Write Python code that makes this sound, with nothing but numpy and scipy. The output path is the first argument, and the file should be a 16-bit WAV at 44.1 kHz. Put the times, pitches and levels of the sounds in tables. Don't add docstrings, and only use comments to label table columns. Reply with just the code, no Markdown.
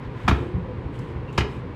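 import sys
import numpy as np
from scipy import signal
from scipy.fft import rfft, irfft
from scipy.io import wavfile

SR = 44100
rng = np.random.default_rng(int(sys.argv[2]) if len(sys.argv) > 2 else 0)


def persist_wave(psi):
    counts = np.round(np.clip(psi, -1, 1) * 32767).astype(np.int16)
    wavfile.write(sys.argv[1], SR, np.atleast_2d(counts).T)


N = 77175

# start_s, corner, level_db, cutoff_hz, body_db, clatter_db
KNOCKS = [(0.278, "front", -4.5, 1400, -14, -5), (0.2795, "front", -16, 9950, -5.5, 7),
          (0.2836, "front", -20, 9000, 7.5, 4), (0.3100, "front", -20.5, 3630, 9.5, 6.5),
          (1.377, "rear", -14, 7540, -1, 2), (1.3820, "rear", -20, 6600, 2, 2),
          (1.406, "rear", -18, 3460, -4, 2.5)]
CORNERS = ("front", "rear")
# pitch_hz, t60_s, front_hit_db, rear_hit_db
CASE_MODES = [(754, 0.05, -4.5, -7), (882, .06, -11, -3), (981, .06, -8, 1), (1187, 0.067, 4, -9),
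              (1300, 0.065, 0.5, 0.5), (1368, 0.13, -11.5, -12), (1642, 0.05, -10, -31),
              (2090, 0.053, -12, -2), (2444, 0.072, -9, -23), (2458, .07, -22, 0), (2540, 0.055, -10.5, -3),
              (3083, .08, -8, -4.5), (3750, 0.15, -8, -32), (5070, .06, -20, -7)]
# pitch_hz, level_db, t60_s
BODY_MODES = [(137.6, 0, 0.085), (194.6, -0.5, 0.077), (270.5, -2, 0.12), (343, -2, 0.096),
              (420.5, -7.5, 0.2)]
# frequency_hz, front_hit_db, rear_hit_db
CLATTER_EQ = [(100, 1, -23), (400, -0.5, 4.5), (536, -4.5, -2.5), (820, -0.5, 3.5), (1320, 1.5, -1),
              (1670, -3, -1), (2500, -3.5, -4), (3100, -11.5, 1), (3350, -8, -11), (4050, -14, -8),
              (5500, -19, -11), (6820, -21.5, -15.5), (8500, -30.5, -23), (14000, -27, -19)]
# start_s, level_db, push_s
THUMPS = [(0.053, -35, 0.0028), (0.24, -20, 0.0028), (0.28, -14.5, 0.0053), (0.3093, -8.5, 0.0074),
          (0.395, -21.5, 0.0028), (0.534, -16, 0.0054), (0.612, -21, 0.0083), (0.768, -27.5, 0.0034),
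          (0.843, -17, 0.0095), (0.986, -28, 0.0022), (1.148, -24, 0.0034), (1.371, -12.5, 0.01),
          (1.402, -19, 0.0099)]
# pitch_hz, level_db, t60_s
TABLE_MODES = [(66.6, -3, .28), (90.3, -1.5, 0.18), (128.1, -2, 0.18), (182, -20, 0.073)]
# start_s, length_s, level_db, pitch_hz
DRAGS = [(0.322, 0.27, -33.5, 352.7), (0.37, 0.11, -36, 429), (0.485, 0.13, -43, 399),
         (0.495, 0.15, -35, 182), (0.558, 0.23, -40.5, 504.5), (0.717, 0.3, -44, 275),
         (1.059, .14, -41, 344), (1.395, 0.12, -33, 406.5), (1.598, 0.093, -50.5, 503)]
# frequency_hz, gain_db
SCRAPE_EQ = [(150, -13), (270, -2.5), (500, 15), (640, -14.5), (1200, -7), (2500, -8), (6000, -25)]
# start_s, level_db
TICKS = [(0.99, -51), (1.3273, -55)]
# frequency_hz, gain_db
TICK_EQ = [(1500, -6), (3000, 0), (7000, 1), (10000, -5.5), (14000, -17)]
# start_s, length_s, level_db
BRUSHES = [(0.13, 0.42, -56.5), (0.92, 0.071, -57.5), (0.97, 0.094, -59.5), (1.03, 0.12, -62),
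           (1.32, 0.068, -56.5), (1.45, .17, -58)]
# frequency_hz, gain_db
BRUSH_EQ = [(1500, -7), (3000, 18.5), (5000, -2.5), (8000, 1.5), (11000, -9.5), (14000, -11.5)]
# start_s, length_s, level_db
RUBS = [(0.001, 0.091, -49), (0.1, 0.23, -47.5), (0.93, 0.3, -56)]
# frequency_hz, gain_db
RUB_EQ = [(300, -5), (900, 2), (1800, 4), (3600, -8.5), (5500, -21), (10000, -35.5)]
# start_s, length_s, level_db
SQUEAKS = [(1.272, 0.051, -51)]
# frequency_hz, gain_db
RUMBLE_EQ = [(20, -28), (35, -9), (55, -6), (115, -1), (200, -9), (350, -11.5), (500, -13), (620, -24.5),
             (850, -22.5), (1010, -17.5), (1250, -27.5), (2100, -30.5), (3100, -39), (4200, -46),
             (5800, -57.5), (9000, -64.5), (14000, -77.5)]

CASE_DB, BODY_DB, CLATTER_DB = -9.5, -5.5, -5.5
CLATTER_T60_S, ATTACK_S, TICK_T60_S = 0.1, 0.00076, 0.046
DRAG_WIDTH_HZ, SLIPS_PER_S, SLIP_CUTOFF_HZ, SCRAPE_DB = 14, 2500, 900, -12.5
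SQUEAK_HZ, SQUEAK_WIDTH_HZ = 2735, 66
ROOM_DB, ROOM_T60_LOW_S, ROOM_T60_HIGH_S, ROOM_SPLIT_HZ, ROOM_BUILD_S = -12.5, 0.48, 0.32, 4900, 0.012
RUMBLE_DB, HUM_HZ, HUM_DB = -33, 123.6, -43
BASS_CUT_HZ, TOP_CUT_HZ = 35, 14400


def undb(db):
    return 10 ** (np.asarray(db) / 20)


def clock():
    return np.arange(N) / SR


def equalise(x, eq):
    hz, db = np.array(eq, float).T
    bins_hz = np.maximum(np.fft.rfftfreq(N, 1 / SR), 1)
    gain = undb(np.interp(np.log(bins_hz), np.log(hz), db))
    shaped = irfft(rfft(x) * gain, N)
    return shaped / np.std(shaped)


def noise(eq):
    return equalise(rng.standard_normal(N), eq)


def lowpass(x, hz):
    return signal.sosfilt(signal.butter(2, min(hz, SR / 2 - 1), fs=SR, output="sos"), x)


def resonate(x, hz, width_hz):
    ringing = signal.lfilter(*signal.iirpeak(hz, hz / width_hz, fs=SR), x)
    return ringing / np.std(ringing)


def fade(t60):
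    return np.exp(-np.minimum(np.log(1000) * clock() / max(t60, 1e-3), 60))


def delay(x, start):
    return np.concatenate([np.zeros(max(int(start * SR), 0)), x])[:N]


def ring(modes, detune=0):
    out = 0
    for k, (hz, db, t60) in enumerate(modes):
        pitch_hz = hz * (1 + detune * rng.standard_normal())
        out += (-1) ** k * undb(db) * fade(t60) * np.sin(2 * np.pi * pitch_hz * clock())
    return out


def swells(strokes):
    return sum(undb(db) * np.sin(np.pi * np.clip((clock() - start) / length, 0, 1))
               for start, length, db in strokes)


def case_knocks():
    out = 0
    attack = 1 - np.exp(-clock() / ATTACK_S)
    for start, corner, db, cutoff_hz, body_db, clatter_db in KNOCKS:
        side = CORNERS.index(corner)
        case_modes = [(hz, corner_db[side], t60) for hz, t60, *corner_db in CASE_MODES]
        clatter_eq = [(hz, corner_db[side]) for hz, *corner_db in CLATTER_EQ]
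        case = undb(CASE_DB) * ring(case_modes, detune=0.0072)
        body = undb(BODY_DB + body_db) * ring(BODY_MODES, detune=0.026)
        clatter = undb(CLATTER_DB + clatter_db) * noise(clatter_eq) * fade(CLATTER_T60_S)
        hit = lowpass((case + body + clatter) * attack, cutoff_hz)
        out += undb(db) * delay(hit, start)
    return out


def table_thumps():
    out = 0
    table_ring = ring(TABLE_MODES)
    for start, db, length in THUMPS:
        push = np.sin(np.pi * np.clip(clock() / length, 0, 1)) ** 2
        boom = signal.fftconvolve(push / push.sum(), table_ring)[:N]
        out += undb(db) * delay(boom, start)
    return out


def base_drags():
    out = 0
    for start, length, db, hz in DRAGS:
        slipping = rng.random(N) < SLIPS_PER_S / SR
        slips = lowpass(slipping * rng.standard_normal(N), SLIP_CUTOFF_HZ)
        groan = resonate(slips, hz, DRAG_WIDTH_HZ)
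        scrape = undb(SCRAPE_DB) * equalise(slips, SCRAPE_EQ)
        out += swells([(start, length, db)]) * (groan + scrape)
    return out


def hand():
    ticks = sum(undb(db) * delay(noise(TICK_EQ) * fade(TICK_T60_S), start) for start, db in TICKS)
    brushing = swells(BRUSHES) * noise(BRUSH_EQ)
    rubbing = swells(RUBS) * noise(RUB_EQ)
    return ticks + brushing + rubbing


def hinge_squeak():
    return swells(SQUEAKS) * resonate(rng.standard_normal(N), SQUEAK_HZ, SQUEAK_WIDTH_HZ)


def room_reverb(x):
    white = rng.standard_normal(N)
    lows = lowpass(white, ROOM_SPLIT_HZ)
    build_up = 1 - np.exp(-clock() / ROOM_BUILD_S)
    tail = (lows * fade(ROOM_T60_LOW_S) + (white - lows) * fade(ROOM_T60_HIGH_S)) * build_up
    return undb(ROOM_DB) * signal.fftconvolve(x, tail / np.linalg.norm(tail))[:N]


def room_tone():
    waver = lowpass(rng.standard_normal(N), hz=4.2)
    hum = np.sqrt(2) * np.sin(2 * np.pi * HUM_HZ * clock() + 0.42 * waver / np.std(waver))
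    return undb(RUMBLE_DB) * noise(RUMBLE_EQ) + undb(HUM_DB) * hum


def scene():
    bright = case_knocks() + hand() + hinge_squeak()
    return (bright + room_reverb(bright) + table_thumps() + base_drags() + room_tone())[None]


def record(dry):
    thinned = signal.sosfilt(signal.butter(2, BASS_CUT_HZ, "high", fs=SR, output="sos"), dry)
    return signal.sosfilt(signal.ellip(8, .2, 70, TOP_CUT_HZ, fs=SR, output="sos"), thinned)


dry = scene()
out = record(dry)
persist_wave(out)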